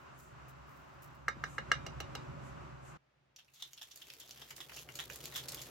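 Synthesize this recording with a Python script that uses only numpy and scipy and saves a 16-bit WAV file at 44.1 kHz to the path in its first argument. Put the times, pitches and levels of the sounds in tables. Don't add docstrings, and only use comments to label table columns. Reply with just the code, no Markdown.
import sys
import numpy as np
from scipy import signal
from scipy.fft import rfft, irfft, next_fast_len
from scipy.io import wavfile
from scipy.ndimage import map_coordinates

SR = 44100
rng = np.random.default_rng(int(sys.argv[2]) if len(sys.argv) > 2 else 0)


def transcribe(u):
    v = np.clip(np.atleast_2d(u).T, -1, 1)
    q = np.round(v * 32767).astype(np.int16)
    wavfile.write(sys.argv[1], SR, q)


N = 251370

# (time [s], cup [dB], change of the cup's middle modes [dB], edge [dB],
# edge brightness [dB], bottle body [dB], steel ring [dB], contact tick [dB])
KNOCKS = [(1.2824, -31.3, -1, -47.5, 7, -48, -57, -59), (1.439, -37.2, 0, -51, 4, -53, -60, -69),
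          (1.5825, -37, 0, -50, -4, -49, -65, -73.5), (1.7167, -27, 0, -35.5, -2, -45, -50.5, -59),
          (1.8646, -52, -11, -49, 1, -52, -67, -66), (2.0029, -48.5, -10, -48, -2, -49.5, -62, -58),
          (2.1517, -49.5, -9, -48, -2, -50.5, -59.5, -61)]
# (pitch [Hz], width [Hz], level [dB], share in the middle modes [0-1])
CUP_MODES = [(1225, 90, -10, 0), (1330, 100, -2.5, 0), (1435, 90, -4, .5), (1550, 400, -10, 1),
             (1624, 80, 3, 1), (1805, 90, 1, 1), (2007, 60, -19, 0), (2142, 80, -4.5, 0)]
# (pitch [Hz], level [dB], fade time [s])
EDGE_MODES = [(2700, -9, .025), (2845, 0, .03), (3150, -10, .015), (4055, -5, .027), (4170, -12, .02),
              (4480, -15, .015), (4970, -7, .022), (5450, -10, .014), (5790, -3, .02), (6450, -11, .02),
              (6900, -20, .015), (7480, -18, .015), (7760, -18, .02)]
# (pitch [Hz], width [Hz], level [dB])
BODY_MODES = [(345, 90, -9), (465, 60, -2), (540, 45, -4), (655, 50, -1), (790, 60, -1), (860, 60, -5)]
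# (pitch [Hz], level [dB], fade time [s])
STEEL_MODES = [(558, -9, .7), (1464, -3, .2), (2386, -5, .5), (2857, -13, .25), (3735, 1, .28),
               (3743, -6, .3), (4038, -10, .14), (4955, -12, .22), (5830, -15, .16)]
# (frequency [Hz], level per Hz [dB])
TICK_COLOUR = [(3000, -12), (7500, 2), (9500, -7), (11500, 0), (13000, 0), (16000, -8)]
EDGE_GRATE_DB, EDGE_CHATTER_S = -8.5, .03
EDGE_SCATTER_DB, EDGE_DETUNE = 2, .004

# (time [s], strength [dB], weight of body over lid [dB],
# body pitch [Hz], lid ring pitch [Hz], fade time [s], rise [s])
SLAPS = [(3.385, -64.5, -10, 1820, 3480, 0.066, 0.0007), (3.48, -76.5, -6, 2100, 2700, 0.028, 0.0013),
         (3.551, -69.5, -12.5, 1850, 3460, 0.28, .003), (3.59, -60.5, -8.5, 1750, 3700, 0.18, 0.02),
         (3.622, -54.5, -19, 1800, 3600, 0.03, 0.0023), (3.776, -63, -15, 1850, 3370, 0.038, 0.00086),
         (3.812, -55.5, -11, 1550, 3440, 0.053, 0.0036), (3.908, -65, -12, 1820, 3540, 0.067, 0.002),
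         (4.017, -59, -11, 1725, 3240, 0.038, 0.0025), (4.082, -67.5, -5, 1770, 2870, 0.053, .004),
         (4.0993, -56, -9, 2150, 3260, 0.023, 0.00042), (4.202, -62, -14, 1850, 3470, 0.16, .003),
         (4.357, -62, -6, 1700, 3170, 0.25, .012), (4.4138, -56, -7, 1640, 3300, 0.043, 0.0041),
         (4.505, -54, 3, 1990, 3080, 0.034, 0.0066), (4.579, -64, 2, 1520, 3570, 0.025, 0.0034),
         (4.603, -52, -8, 1710, 3360, 0.033, .005), (4.693, -58.5, 2, 2020, 2770, 0.071, .001),
         (4.718, -59, 4, 1640, 3100, 0.032, .001), (4.768, -58, -6.5, 1800, 2800, 0.069, .0005),
         (4.78, -61.5, -10.5, 1730, 2880, 0.1, .002), (4.888, -57, 6.5, 1900, 2760, 0.033, .0006),
         (4.988, -46, -5, 1830, 3300, 0.049, 0.00065), (4.996, -49.5, -4.5, 1810, 3800, 0.048, .005),
         (5.0987, -54, 6, 2080, 2870, 0.03, 0.00024), (5.202, -67, -11, 1860, 3600, 0.031, 0.0035),
         (5.322, -55.5, 1, 1780, 3640, 0.24, .002), (5.346, -44.5, -8.5, 1700, 3450, 0.14, 0.009),
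         (5.483, -55, -14, 1900, 5440, .04, .001), (5.522, -64, 12, 1830, 3340, 0.11, .002),
         (5.575, -56.5, -10.5, 1850, 3300, 0.085, 0.0044)]
# (time [s], strength [dB],
# brightness, splash over ring [dB], fade time [s])
SPITS = [(3.362, -64.5, -9, 0.028), (3.446, -82, -11, 0.077), (3.535, -65, 7, 0.26), (3.733, -59, 1, 0.023),
         (3.83, -61, 5, 0.02), (3.915, -63, -5, .04), (3.958, -62.5, 15, 0.035), (3.974, -65, 12, 0.046),
         (4.07, -67, 0, .0091), (4.137, -59.5, 1, 0.0098), (4.1995, -60.5, 14, 0.043),
         (4.26, -72, 2, 0.0057), (4.277, -71, -8, 0.01), (4.2934, -64.5, 4, 0.0069),
         (4.309, -55, -3.5, 0.025), (4.498, -68, 4, 0.013), (4.505, -59.5, 12.5, 0.046),
         (4.562, -61.5, 17.5, 0.12), (4.733, -57, -5, 0.24), (4.764, -55, 4, .035), (4.79, -59.5, -5, .02),
         (4.814, -62, 6, .06), (4.923, -67, 1.5, 0.013), (4.954, -52.5, 9.5, 0.087),
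         (5.102, -58.5, 3, 0.0075), (5.123, -58.5, 1, .03), (5.132, -58, 10, 0.091),
         (5.159, -62, 22.5, 0.024), (5.2404, -57.5, 4, .01), (5.243, -63.5, 5, 0.017),
         (5.2561, -49.5, 5, 0.014), (5.266, -63.5, 2.5, 0.028), (5.361, -52.5, 18.5, 0.1),
         (5.4385, -63, 13, .012), (5.486, -51, 9.5, 0.034), (5.5197, -56, 17, .04),
         (5.5456, -55.5, 13, .006), (5.548, -57.5, 13, 0.019), (5.616, -51, 5.5, 0.067)]
# (multiple of the body pitch, width [Hz], level [dB])
CLUNK_MODES = [(.42, 160, -1), (.74, 323, 5), (1, 500, 5.5), (1.2, 460, 7.5)]
# (multiple of the ring pitch, width [Hz], level [dB])
LID_MODES = [(.79, 460, -1), (1, 320, 8), (1.18, 500, -1), (1.551, 1353, -2.5)]
# (frequency [Hz], level per Hz [dB])
SPLASH_COLOUR = [(500, -18), (1200, -11), (2500, -5), (5000, 2), (7500, 3.5), (10000, 0), (13000, 0),
                 (16000, -8)]
LID_HZ, SPIT_HZ = 3190, 5790
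SPIT_LID_DB = -5.5
SLAP_SPLASH_DB = -10
LID_SCATTER_DB = 1.5

# (time [s], effort [dB])
EFFORT = [(3.55, -90.5), (3.66, -78.5), (3.8, -81.5), (4.05, -74.5), (4.22, -72), (4.49, -69.5),
          (4.83, -63.5), (5.23, -61.5), (5.69, -59)]
# (middle [s], change [dB], time from the middle to a third of the change [s])
LULLS = [(3.48, -4.5, 0.0336), (3.897, 1.5, 0.037), (4.549, -8, 0.016), (4.678, -1.5, .03),
         (4.874, -8, 0.05), (4.927, -2, .02), (5.092, -4, 0.016), (5.293, -1, .02)]
# (frequency [Hz], level per Hz [dB])
FROTH_COLOUR = [(400, -12), (1000, -3), (2000, -1), (3400, 2), (4600, -1), (8000, -1), (12000, -2),
                (16000, -8)]
# (frequency [Hz], level per Hz [dB])
SLOSH_COLOUR = [(100, -20), (220, -4.5), (380, 0), (800, -6.5), (1500, -10), (4000, -28)]
SHAKE_START_S, SHAKE_FULL_S, RESTING_DB = 3.37, 3.6, -12
FROTH_DB, FROTH_GROWS, FROTH_REF_DB = -59.5, 0.56, -68.5
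WASH_DB, WASH_RISE_S = -17.5, .027
GURGLES_PER_S, GURGLE_HZ, GURGLE_CYCLES, GURGLE_RISE, GURGLE_DB = 26, 400, 4, .2, 6

# (start [s], peak level [dB], rise [s])
CLUMPS = [(-.01, -75, 0.016), (.175, -64, 0.021), (.478, -67, 0.011), (.665, -74.5, 0.032),
          (.75, -76.5, 0.026), (.87, -85, .035), (1.018, -62.5, 0.017), (1.145, -71.5, 0.0066)]
# (frequency [Hz], level per Hz [dB])
POWDER_COLOUR = [(2000, -14), (5000, -4), (7800, 2), (10000, -1), (15500, 0)]
TRICKLE_DB, POUR_END_S = -87.5, 1.5

# (start [s], level [dB], time to the peak [s])
BUMPS = [(1.3663, -45, 0.0078), (5.238, -51, 0.0047)]
BUMP_FROM_HZ, BUMP_TO_HZ, BUMP_FALL_S = 597, 110, 0.004

# (middle [s], level [dB], length [s])
SWISHES = [(0.232, -69, 0.11), (1.522, -63.5, 0.089), (2.47, -68, 0.066), (2.883, -65, 0.069)]
# (frequency [Hz], level per Hz [dB])
SWISH_COLOUR = [(3000, -25), (5500, -10), (6700, 1), (8000, 1), (9300, -10), (12500, -12), (14000, -26)]

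# (pitch [Hz], width [Hz], level [dB])
HUM_PEAKS = [(64.9, 7.6, -1.5), (129.1, 10, 1), (151.7, 11, -2), (251.5, 90, -18), (372, 13, -12.5),
             (569.4, 44, -13)]
# (frequency [Hz], level per Hz [dB])
AIR_COLOUR = [(30, -20), (150, -8), (380, -2), (470, -8), (560, -4), (750, -3), (1150, 1.5), (1450, -2),
              (1750, -8), (2350, -12.5), (2750, -12), (3300, -19.5), (5000, -23.5), (7800, -26),
              (9800, -42), (12000, -41), (13500, -43), (15000, -53)]
# (frequency [Hz], level per Hz [dB])
RUMBLE_COLOUR = [(100, -20), (170, -3), (240, 0), (340, -2), (450, -12), (700, -20), (1500, -50)]
# (frequency [Hz], level per Hz [dB])
QUIET_COLOUR = [(30, -12), (300, 0), (1200, -1), (2500, -6), (7000, -21), (15000, -42)]
# (begins [s], is full [s], starts to fade [s], would be gone [s])
SWELL_S = (1.05, 1.75, 2.45, 3.101)
CUT_S = 2.972
HUM_DB, AIR_DB = -59.5, -58
HUM_SWELL_DB, AIR_SWELL_DB = 12, 5
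RUMBLE_DB = -61.5
LATE_HUM_DB, RETURN_DB, RETURN_S = -79.5, 20.5, (3.75, 5.15)

# (frequency [Hz], likeness [-1 to 1])
ROOM_ALIKE = [(150, .8), (290, 0), (450, -.35), (700, -.1), (2500, .15), (6000, .15), (8500, -.6),
              (13000, .55)]
# (frequency [Hz], likeness [-1 to 1])
BOTTLE_ALIKE = [(290, .85), (700, .5), (1400, .35), (5500, .45), (7000, 0), (8200, -.75), (9900, -.92),
                (11500, .55), (14000, .7)]
# (frequency [Hz], fade time [s])
WALLS = [(200, .12), (1500, .15), (5000, .18), (14000, .03)]
TOP_HZ = 16200


def scoop():
    out, steel = np.zeros((2, N)), np.zeros((2, N))
    t = np.arange(SR // 2) / SR
    lead = round(.004 * SR)
    padded = lambda x: np.pad(x, ((0, 0), (lead, 0)))
    for s, cup_db, middle_db, edge_db, bright_db, body_db, steel_db, tick_db in KNOCKS:
        blow = np.zeros((2, len(t)))
        blow[:, 0] = 1
        blow[:, round(.0024 * SR)] = .35
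        chatter = rng.standard_normal(blow.shape) * amp(-60 * t / EDGE_CHATTER_S)

        soft_colour = [(500, -14), (950, -10), (1220, 0), (2150, 0), (2350, -17), (3200, -23), (9000, -34)]
        soft = coloured(padded(blow + .025 * chatter), soft_colour)
        cup_peaks = [(hz, width, db + share * middle_db) for hz, width, db, share in CUP_MODES]
        cup = amp(cup_db) * burst(resonate(soft, cup_peaks, sign=1.0))

        tilt = [(4000, 0), (5700, bright_db)]
        held = [(hz * rng.normal(1, EDGE_DETUNE), rng.normal(db + along(tilt, hz), EDGE_SCATTER_DB), t60)
                for hz, db, t60 in EDGE_MODES]
        singing = burst(padded(ring(held, t)))
        grate_colour = [(1200, -15), (2800, 0), (6000, -3), (8000, -10), (10000, -30)]
        grating = burst(coloured(padded(chatter), grate_colour))
        edge = amp(edge_db) * (singing + amp(EDGE_GRATE_DB) * grating)
        edge = edge * amp([[-.6], [.6]])

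        spot = [(hz, width, db + rng.normal(0, 2.5)) for hz, width, db in BODY_MODES]
        body = amp(body_db) * burst(resonate(padded(blow + .05 * chatter), spot))
        tick = amp(tick_db) * burst(coloured(padded(chatter), TICK_COLOUR))

        knock = cup + edge + body + tick
        add(steel, s, amp(steel_db) * ring(STEEL_MODES, t))
        add(out, s - lead / SR, knock)
        add(out, s - lead / SR, amp(-9.5) * room(knock, delay=0.003))
    waver = amp(2 * wobble(45))
    return (out + waver * steel) * amp([[-1.1], [1.1]])


def slaps():
    out = np.zeros((2, N))
    clatter = grains(rate=800, scatter_db=3, life=.0004) + rng.normal(0, .35, (2, N))
    for s, db, weight_db, body_hz, ring_hz, length, rise in SLAPS:
        hits = contacts(clatter, length, rise)
        body_peaks = [(k * body_hz, width, level) for k, width, level in CLUNK_MODES]
        clunk = amp(weight_db / 2) * burst(resonate(hits, body_peaks))
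        ringing = amp(-weight_db / 2) * lid(hits, ring_hz)
        splash = amp(SLAP_SPLASH_DB - 0.07 * weight_db) * burst(coloured(hits, SPLASH_COLOUR))
        add(out, s, amp(db) * (clunk + ringing + splash))
    for s, db, bright_db, length in SPITS:
        hits = contacts(clatter, length)
        ringing = lid(hits, SPIT_HZ) + amp(SPIT_LID_DB) * lid(hits, LID_HZ)
        splash = burst(coloured(hits, SPLASH_COLOUR))
        add(out, s, amp(db) * (amp(bright_db / 2) * splash + amp(-bright_db / 2) * ringing))
    return spread(out, BOTTLE_ALIKE) * amp([[-.4], [.4]])


def contacts(clatter, length, rise=0):
    t = np.arange(SR // 5) / SR
    start = rng.integers(N - len(t))
    clump = clatter[:, start:start + len(t)] * amp(-60 * t / length)
    if rise:
        return clump * (1 - np.exp(-t / rise))
    first = rng.standard_normal((2, len(t))) * amp(-60 * t / .003)
    strength = np.sqrt(.18 / length) * np.exp(-length / .1)
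    return clump + np.array([[1], [.3]]) * first * strength


def lid(hits, ring_hz):
    shifts_db = LID_SCATTER_DB * rng.standard_normal(len(LID_MODES))
    peaks = [(k * ring_hz, width, db + shift) for (k, width, db), shift in zip(LID_MODES, shifts_db)]
    return burst(resonate(hits, peaks))


def drink():
    effort_db, = curves(EFFORT)
    moving = after(SHAKE_START_S) * amp(ramp([SHAKE_START_S, SHAKE_FULL_S], [RESTING_DB, 0]))
    t = np.arange(N) / SR
    lull_db = sum(dip_db * np.exp(-((t - s) / length) ** 2) for s, dip_db, length in LULLS)

    fizz = grains(rate=800, scatter_db=4, life=.0012)
    drops = .62 * grains(rate=90, scatter_db=4, life=.0005)
    crackle = unit(spread(coloured(fizz + drops, FROTH_COLOUR), BOTTLE_ALIKE))
    steady = moving * amp(FROTH_DB + lull_db + FROTH_GROWS * (effort_db - FROTH_REF_DB))
    wash = sum(amp(db + WASH_DB) * surge(s, WASH_RISE_S) for s, db, *_ in SLAPS)
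    froth = np.hypot(steady, wash) * amp(0.64 * wobble(35)) * crackle

    lumps = grains(rate=200, scatter_db=4.5, life=0.0113)
    churning = unit(spread(coloured(lumps, SLOSH_COLOUR), BOTTLE_ALIKE))
    slosh = moving * amp(effort_db + 0.26) * churning
    return froth + slosh


def gurgles():
    out, t = np.zeros((2, N)), np.arange(SR // 10) / SR
    count = round(GURGLES_PER_S * (N / SR - SHAKE_FULL_S))
    times = rng.uniform(SHAKE_FULL_S, N / SR, count)
    for s, (size, strength) in zip(times, rng.standard_normal((count, 2)).clip(-2, 2)):
        hz = GURGLE_HZ * np.exp(.35 * size)
        age = t * hz / GURGLE_CYCLES
        envelope = np.exp(-age) * (1 - np.exp(-10 * age))
        tone = np.sin(2 * np.pi * hz * t * (1 + GURGLE_RISE * age / 2)) * envelope
        effort_db = np.interp(s, *np.transpose(EFFORT))
        add(out, s, amp(effort_db + GURGLE_DB + 2 * strength) * tone)
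    return out


def powder():
    trickle = amp(TRICKLE_DB) * (1 - after(POUR_END_S))
    flow = trickle + sum(amp(db) * surge(s, rise) for s, db, rise in CLUMPS)
    fine_grains = grains(rate=4000, scatter_db=12.5, life=0.0015)
    return flow * unit(spread(coloured(fine_grains, POWDER_COLOUR), BOTTLE_ALIKE))


def bump():
    out, t = np.zeros((2, N)), np.arange(SR // 4) / SR
    hz = BUMP_TO_HZ + (BUMP_FROM_HZ - BUMP_TO_HZ) * np.exp(-t / BUMP_FALL_S)
    tone = np.sin(2 * np.pi * np.cumsum(hz) / SR)
    for s, db, swell in BUMPS:
        u = t / swell
        add(out, s, amp(db) * u * np.exp(1 - u) * tone)
    return out


def swishes():
    t = np.arange(N) / SR
    swell = sum(amp(db) * np.exp(-2 * ((t - s) / length) ** 2) for s, db, length in SWISHES)
    return swell * rush(SWISH_COLOUR, ROOM_ALIKE) * (1 - after(CUT_S))


def kitchen():
    swell = ramp(SWELL_S, [0, 1, 1, 0])
    hum_db = HUM_DB + HUM_SWELL_DB * swell
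    air_db = AIR_DB + AIR_SWELL_DB * swell + 1.2 * wobble(8.98)
    late_hum_db = LATE_HUM_DB + ramp(RETURN_S, [0, RETURN_DB])
    drone_colour = [(20, -14), (55, 0), (600, 0), (2000, -30)]
    drone = coloured(resonate(rng.standard_normal(N), HUM_PEAKS), drone_colour)
    rumble = swell * amp(RUMBLE_DB + 2 * wobble(12)) * rush(RUMBLE_COLOUR, ROOM_ALIKE)
    early = amp(hum_db) * two_ears(drone, -0.68) + amp(air_db) * rush(AIR_COLOUR, ROOM_ALIKE) + rumble
    late = amp(late_hum_db) * two_ears(drone, 0.28) + amp(-77.0) * rush(QUIET_COLOUR, ROOM_ALIKE)
    return early * (1 - after(CUT_S)) + late * after(CUT_S)


def two_ears(drone, lead):
    sides = np.array([[1], [-1]])
    shifted = filtered(drone, lambda hz: np.exp(.5j * lead * (1 + hz / 250) * sides))
    return unit(shifted) * amp([[-.9], [.9]])


def room(x, delay):
    hz, t, z = signal.stft(rng.standard_normal((2, SR // 2)), SR, nperseg=256)
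    fade = amp(-60 * t / along(WALLS, hz)[:, None])
    tail = signal.istft(z * fade, SR, nperseg=256)[1]
    tail = np.pad(tail / np.linalg.norm(tail[0]), ((0, 0), (round(delay * SR), 0)))
    return signal.fftconvolve(x, tail, axes=1)[:, :N]


def ring(modes, t):
    hz, db, t60 = np.transpose(modes)[:, :, None]
    size, phase = rng.standard_normal((2, 2, len(modes), 1))
    waves = amp(db + size - 60 * t / t60) * np.sin(2 * np.pi * hz * t + .5 * phase)
    return waves.sum(1) * (1 - np.exp(-t / 0.0022))


def grains(rate, scatter_db, life):
    sizes = amp(scatter_db * np.clip(rng.standard_normal(N), -2, 2))
    births = (rng.random(N) < rate / SR) * sizes
    power = signal.lfilter([1], [1, -np.exp(-1 / (life * SR))], births ** 2)
    return unit(np.sqrt(power) * rng.standard_normal((2, N)))


def rush(spectrum, alike):
    return unit(spread(coloured(rng.standard_normal((2, N)), spectrum), alike))


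def spread(pair, alike):
    turn = lambda hz: np.arccos(np.clip(along(alike, hz), -1, 1)) / 2
    mid, side = filtered(pair, lambda hz: np.array([np.cos(turn(hz)), np.sin(turn(hz))]))
    return np.array([mid + side, mid - side])


def resonate(x, peaks, sign=-1):
    def response(f):
        return sum(sign ** k * amp(db) * 1j * f * width / (hz * hz - f * f + 1j * f * width)
                   for k, (hz, width, db) in enumerate(peaks))
    return filtered(x, response)


def coloured(x, spectrum):
    return filtered(x, lambda hz: amp(along(spectrum, hz)))


def filtered(x, response):
    n = x.shape[-1]
    m = next_fast_len(n + 8192)
    return irfft(rfft(x, m) * response(np.fft.rfftfreq(m, 1 / SR)), m)[..., :n]


def along(points, hz):
    f, v = np.transpose(points)
    return np.interp(np.log(hz + 1), np.log(f + 1), v)


def curves(rows):
    s, *cols = np.transpose(rows)
    return [np.interp(np.arange(N) / SR, s, c) for c in cols]


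def ramp(times, values):
    return np.interp(np.arange(N) / SR, times, values)


def after(s):
    return np.clip((np.arange(N) / SR - s) / .01 + .5, 0, 1)


def surge(s, rise):
    u = np.maximum(np.arange(N) / SR - s, 0) / rise
    return u * np.exp(1 - np.minimum(u, 50))


def wobble(rate):
    return map_coordinates(rng.standard_normal(int(N * rate / SR) + 4), [np.arange(N) * rate / SR])


def add(track, s, sound):
    part = track[:, max(round(s * SR), 0):][:, :sound.shape[-1]]
    part += sound[..., :part.shape[-1]]


def burst(x):
    return x / np.sqrt(np.sum(x ** 2) / (2 * .02 * SR) + 1e-20)


def unit(x):
    return x / np.sqrt(np.mean(x ** 2) + 1e-20)


def amp(db):
    return 10 ** (np.asarray(db) / 20)


def scene():
    slapping = slaps()
    shaking = slapping + amp(-6.5) * room(slapping, delay=.004) + drink() + gurgles()
    return scoop() + shaking + powder() + bump() + swishes() + kitchen()


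def record(dry):
    return filtered(dry, lambda hz: hz < TOP_HZ)


dry = scene()
out = record(dry)
transcribe(out)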